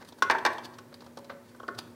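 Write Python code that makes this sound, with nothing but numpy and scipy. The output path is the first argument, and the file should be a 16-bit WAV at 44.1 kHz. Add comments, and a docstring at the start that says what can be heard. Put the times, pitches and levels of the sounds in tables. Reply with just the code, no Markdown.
"""A hand works on the parts inside an open vending machine. After a few light touches a plastic catch
snaps; then a lever clacks twice against the sheet-metal frame and rattles, each impact exciting damped
modes. Light bumps, ticks and stick-slip scrapes of small parts follow, and near the end the catch knocks
softly before a last scrape. Along the way a springy part pings, the cabinet booms faintly when pushed
and the room reverberates after the loud blows. The machine hums softly throughout."""
import sys
import numpy as np
from scipy import signal
from scipy.fft import rfft, irfft
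from scipy.io import wavfile
from scipy.ndimage import uniform_filter1d

SR = 44100
rng = np.random.default_rng(int(sys.argv[2]) if len(sys.argv) > 2 else 0)


def master_out(mix):
    """Clip the mix to full scale and print it as 16-bit PCM to the path in sys.argv[1]."""
    frames = np.transpose(np.atleast_2d(mix))
    ceiling = np.clip(frames, -1, 1)
    pcm = np.round(ceiling * 32767).astype(np.int16)
    wavfile.write(sys.argv[1], SR, pcm)


N = 85995

# Modes of a small part: f/Hz, relative level/dB, T60/s
SMALL_PART_MODES = [(3852, -4, 0.011), (4463, -1.2, 0.014), (4830, -2.5, 0.015)]
# Spectra of dense, short-lived vibration (panel thud, bright crack, high fizz): f/Hz, gain/dB
PANEL_THUD_SPECTRUM = [(100, -24), (300, -4.5), (550, -2.5), (1000, 1), (1800, -5), (2400, -14),
                       (4000, -12.5), (9000, -42)]
CRACK_SPECTRUM = [(300, -39), (1400, -16), (2400, -1.5), (3500, 0.5), (4400, 0.5), (5600, -1),
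                  (7200, -11.5), (10000, -28), (16000, -32)]
FIZZ_SPECTRUM = [(1000, -54), (5000, -12.5), (7000, -1.5), (9000, 4.5), (11000, -1.5), (15500, -8.5)]


def lever():
    """Impact and rebound: the lever strikes the sheet-metal frame and rattles, ringing long modes."""
    # t/s, ring level/dB, thud level/dB, crack level/dB, fizz level/dB, low-pass f/Hz
    clacks = [(0.2983, -20.5, 19.5, -2.5, -22, 9500), (0.3092, -29, 12.5, -0.5, -16.5, 8950),
              (0.3190, -30.5, 11, -20, -36, 3900), (0.3485, -26.5, 10.5, -19, -45, 2150),
              (0.3840, -40, 0, -16, -32, 2010), (0.4505, -19, 17.5, 1.5, -15, 9000),
              (0.4620, -20, 17.5, 0, -18.5, 8900), (0.5821, -45, 1, -16.5, -34, 1280)]
    modes = [(381.5, -23, 0.67), (644.3, -17.5, 0.65), (910.5, -3, 0.13), (986, -7, 0.25),
             (1056, -17, 0.31), (1120, -8, 0.18), (1584, -1.5, 0.062), (1700, -16.5, 0.57),
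             (1853.7, -11, 0.18), (2316, -6.5, 0.1), (3636, -12.5, 0.046), (4362, -17, 0.051),
             (5185, -12, 0.041), (5520, -15, 0.041)]  # f/Hz, relative level/dB, T60/s
    thud_spectrum = [(50, -67), (120, -29), (220, -17), (350, -5.5), (650, -4.5), (950, 5), (1300, -6),
                     (1750, 1.5), (2300, -12), (4000, -21), (9000, -46)]  # f/Hz, gain/dB
    return impacts(clacks, modes, thud_spectrum)


def catch():
    """Impulse excitation: the plastic catch snaps, and most of its modes are quickly damped."""
    # t/s, ring level/dB, thud level/dB, crack level/dB, fizz level/dB, low-pass f/Hz
    snaps = [(0.2222, -13, 9.5, 3, -14.5, 9000), (0.7845, -45, -11.5, -17, -29.5, 5000),
             (1.5985, -42, -4, -29.5, -43, 1230), (1.6305, -41, -4, -31, -51, 1200),
             (1.6832, -28.5, 5, -25, -52, 1950)]
    modes = [(1086.4, -0.5, 0.072), (1274, -17, 0.037), (1464, 2, 0.039), (2080, -29, 0.45),
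             (2750, -33, 0.034), (3470, -12, 0.026), (5415, -14, 0.029)]  # f/Hz, relative level/dB, T60/s
    thud_spectrum = [(100, -30), (220, -7.5), (350, 1), (600, 0.5), (850, -6.5), (1300, 7), (1650, 1),
                     (2200, -17.5), (4000, -54), (9000, -70)]  # f/Hz, gain/dB
    return impacts(snaps, modes, thud_spectrum)


def panel():
    """Soft contact: light bumps excite mainly the panel's low vibration."""
    # t/s, ring level/dB, thud level/dB, crack level/dB, fizz level/dB, low-pass f/Hz
    bumps = [(0.0225, -54, -10.5, -25.5, -41, 3050), (0.1230, -54, -9, -24, -52, 1010),
             (1.0190, -56, -9.5, -29, -46, 1260), (1.0625, -54, -10.5, -26.5, -41, 1530),
             (1.1716, -41.5, 0, -17, -31.5, 1040), (1.1860, -71, -7, -25.5, -32, 1010),
             (1.2975, -40, -9, -37, -49, 2870), (1.5460, -52.5, -21, -35, -54, 1720)]
    modes = [(558, -3, 0.19), (746, -25, 0.23), (978, -5.5, 0.11), (1186, -1.5, 0.087), (1526, 4.5, 0.044),
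             (2014, 0, 0.051)]  # f/Hz, relative level/dB, T60/s
    return impacts(bumps, modes, PANEL_THUD_SPECTRUM)


def small_parts():
    """Small bodies have high natural frequencies: they tick over a thud of the panel."""
    # t/s, ring level/dB, thud level/dB, crack level/dB, fizz level/dB, low-pass f/Hz
    ticks = [(0.0478, -71, -18, -24.5, -34.5, 9000), (0.5307, -57, -16, -19, -28.5, 9000),
             (0.9418, -35, -15.5, -23, -31.5, 8900), (1.0061, -43, -17, -25, -43, 9000),
             (1.0430, -58, -24, -30, -37.5, 9000), (1.2446, -70, -20.5, -23.5, -37.5, 9000),
             (1.5618, -66, -26, -40, -39.5, 8600), (1.6796, -55, -4.5, -43, -34.5, 9000),
             (1.7474, -56, -19, -26, -38, 9100)]
    return impacts(ticks, SMALL_PART_MODES, PANEL_THUD_SPECTRUM)


def impacts(blows, modes, thud_spectrum):
    """Superposition: each blow sums the part's ring, crack and fizz with a thud of its mounting."""
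    out = np.zeros(N)
    # The ringing carries little energy below this corner.
    radiation = signal.butter(2, 306, "high", fs=SR, output="sos")
    tone = signal.sosfilt(radiation, ring(modes))
    crack = colour(burst(rise_s=0.0004, t60_s=0.051), CRACK_SPECTRUM)
    fizz = colour(burst(rise_s=0.0004, t60_s=0.035), FIZZ_SPECTRUM)
    for onset, ring_db, thud_db, crack_db, fizz_db, dull_hz in blows:
        thud = colour(burst(rise_s=0.00092, t60_s=0.0492, flatten_passes=3), thud_spectrum)
        body = amp(ring_db) * tone + amp(thud_db) * thud
        soft_contact = signal.butter(4, dull_hz, fs=SR, output="sos")
        add(out, onset, signal.sosfilt(soft_contact, body))
        add(out, onset, amp(crack_db) * crack + amp(fizz_db) * fizz)
    return out


def ring(modes, rise_s=0.00047, size=16384):
    """Free vibration: each distinct mode is an exponentially damped sinusoid."""
    t = np.arange(size) / SR
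    tones = sum(amp(db - 60 * t / t60) * np.sin(2 * np.pi * hz * t) for hz, db, t60 in modes)
    return tones * (1 - np.exp(-t / rise_s))


def burst(rise_s, t60_s, flatten_passes=0, chatter_s=0.0019, size=16384):
    """Modal overlap: countless modes merge into noise that holds while the contact chatters, then dies."""
    t = np.arange(size) / SR
    envelope = (1 - np.exp(-t / rise_s)) * amp(-60 * np.maximum(t - chatter_s, 0) / t60_s)
    noise = rng.standard_normal(size) * envelope
    for _ in range(flatten_passes):  # level the spectrum, then restore the envelope
        spectrum = rfft(noise)
        white = irfft(spectrum / (abs(spectrum) + 1e-12))
        local_rms = np.sqrt(abs(uniform_filter1d(white ** 2, size=128)) + 1e-14)
        noise = envelope * white / local_rms
    return unit(noise)


def scrapes(slips_per_s=5000, ring_db=-22.5):
    """Stick-slip friction: a run of tiny slips swells and dies, shaking a small part and the panel."""
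    # peak t/s, rise constant/s, fall constant/s, thud level/dB, crack level/dB, fizz level/dB
    slides = [(0.019, 0.014, 0.0045, -9, -24, -43), (0.09, .009, 0.0066, -13.5, -13.5, -25.5),
              (0.188, 0.0065, 0.011, -15, -21, -31), (0.653, 0.0087, 0.0069, -9, -5, -23.5),
              (0.74, 0.0066, 0.011, -18, -20, -42), (0.93, 0.0056, 0.0034, -13, -36, -49),
              (1.301, 0.004, 0.016, -1, -31, -50), (1.495, 0.028, 0.022, -48, -22, -37),
              (1.788, 0.0034, 0.0066, -0.5, 2, -16.5)]
    t, out, tone = np.arange(N) / SR, np.zeros(N), ring(SMALL_PART_MODES)
    for peak, rise, fall, thud_db, crack_db, fizz_db in slides:
        envelope = np.exp(-np.maximum((peak - t) / rise, (t - peak) / fall))
        slips = rng.standard_normal(N) * (rng.random(N) < slips_per_s / SR)
        force = unit(slips * envelope)
        rasp = colour(force, CRACK_SPECTRUM) + amp(ring_db) * signal.fftconvolve(force, tone)[:N]
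        out += amp(thud_db) * colour(force, PANEL_THUD_SPECTRUM)
        out += amp(crack_db) * rasp / 2
        out += amp(fizz_db) * colour(force, FIZZ_SPECTRUM)
    return out


def spring(lower_ratio=0.925, lower_db=0.5, t60_s=0.036):
    """Beating modes: a small springy part pings with a close pair of short, high tones."""
    pings = [(0.1232, -52, 3810), (0.3842, -40.5, 3530), (0.5823, -40.5, 3440), (1.5995, -56, 3460),
             (1.6313, -54.5, 3300), (1.6798, -48.5, 4830)]  # t/s, level/dB, upper mode f/Hz
    out = np.zeros(N)
    for onset, db, hz in pings:
        modes = [(hz, 0, t60_s), (hz * lower_ratio, lower_db, t60_s)]
        add(out, onset, amp(db) * ring(modes))
    return out


def room(direct, frame=256):
    """Reverberation: a diffuse field decays at its own rate in each band, the bass lasting longest."""
    decay_times = [(150, 1.8), (400, 0.43), (1000, 0.8), (1800, 0.51), (5000, 0.46), (12000, 0.8)]  # f/Hz, T60/s
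    tail_levels = [(150, 0.5), (400, -0.5), (1000, -10.5), (1800, -7.5), (2600, -9), (5000, -16),
                   (12000, -11.5)]  # f/Hz, level/dB relative to the direct sound
    diffuse = burst(rise_s=0.004, t60_s=100, flatten_passes=3, size=65536)  # almost steady noise
    hz, t, bands = signal.stft(diffuse, SR, nperseg=frame)
    decay = amp(-60 * t / read(decay_times, hz)[:, None])
    decay_rms = np.sqrt(np.mean(decay ** 2, axis=1, keepdims=True))
    decay *= amp(read(tail_levels, hz))[:, None] / decay_rms
    response = signal.istft(bands * decay, SR, nperseg=frame)[1]
    return signal.fftconvolve(direct, response)[:N]


def cabinet(resonance_hz=112, width_hz=15, swell_s=0.035):
    """Resonance: the cabinet's lowest mode booms briefly under a push, as a narrow band of noise."""
    pushes = [(0.495, -54), (1.72, -60), (1.80, -50)]  # peak t/s, rms level/dB
    t, hz = np.arange(N) / SR, np.fft.rfftfreq(N, 1 / SR)
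    shake = shaped_noise(np.exp(-((hz - resonance_hz) / width_hz) ** 2))
    swells = sum(amp(db) * np.exp(-((t - peak) / swell_s) ** 2) for peak, db in pushes)
    return shake * swells


def machine(fan_db=-56, waver_depth=0.18, waver_hz=5):
    """Line spectrum over a continuum: hum tones waver in amplitude and phase above steady fan noise."""
    hum_lines = [(111, -66), (120, -77), (240, -57), (360.5, -67), (556, -69.5)]  # f/Hz, rms level/dB
    fan_spectrum = [(25, -31), (50, -24), (90, -4.5), (180, -8), (260, -6), (420, -10.5), (580, -9),
                    (760, -23), (900, -11.5), (1200, -25.5), (1700, -20), (2800, -29.5), (4500, -29.5),
                    (6400, -32), (15500, -35)]  # f/Hz, relative spectral level/dB
    t, hz = np.arange(N) / SR, np.fft.rfftfreq(N, 1 / SR)
    out = amp(fan_db) * shaped_noise(amp(read(fan_spectrum, hz)))
    slow_band = np.exp(-(hz / waver_hz) ** 2)
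    for line_hz, db in hum_lines:
        swell = 1 + waver_depth * shaped_noise(slow_band)
        phase = waver_depth * shaped_noise(slow_band)
        out += np.sqrt(2) * amp(db) * swell * np.sin(2 * np.pi * line_hz * t + phase)
    return out


def shaped_noise(gains):
    """Spectral weighting: white noise takes one gain per frequency and is scaled to an rms of one."""
    return np.sqrt(N) * unit(irfft(rfft(rng.standard_normal(N)) * gains, N))


def colour(x, spectrum, size=4096):
    """Minimum-phase filtering: imposes a spectrum causally, so nothing precedes an attack."""
    hz = abs(np.fft.fftfreq(size, 1 / SR))
    log_gain = np.log(amp(read(spectrum, hz)))
    taps = np.fft.ifft(np.exp(np.conj(signal.hilbert(log_gain)))).real
    return signal.fftconvolve(x, taps[:size // 2])[:len(x)]


def amp(db):
    """Decibel law: level to amplitude ratio."""
    return 10 ** (np.asarray(db) / 20)


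def unit(x):
    """Normalisation to an energy of one."""
    return x / np.sqrt(np.sum(x ** 2) + 1e-20)


def read(points, hz):
    """Interpolation on a log-frequency axis."""
    f, value = np.transpose(points)
    return np.interp(np.log(hz + 1), np.log(f + 1), value)


def add(mix, onset_s, sound):
    """Superposition of a delayed sound on the mix."""
    part = mix[max(round(onset_s * SR), 0):][:len(sound)]
    part += sound[:len(part)]


def scene():
    """Direct and reverberant fields of the handled parts add to the cabinet's booms and the hum."""
    parts = catch() + lever() + panel() + small_parts() + spring() + scrapes()
    return (parts + room(parts) + cabinet() + machine())[None]


def record(dry, cutoff_hz=15850):
    """Band limiting: a linear-phase low-pass removes the highest treble."""
    low_pass = signal.firwin(511, cutoff_hz, window=("kaiser", 9), fs=SR)
    return signal.oaconvolve(dry, low_pass[None], "same")


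dry = scene()
out = record(dry)
master_out(out)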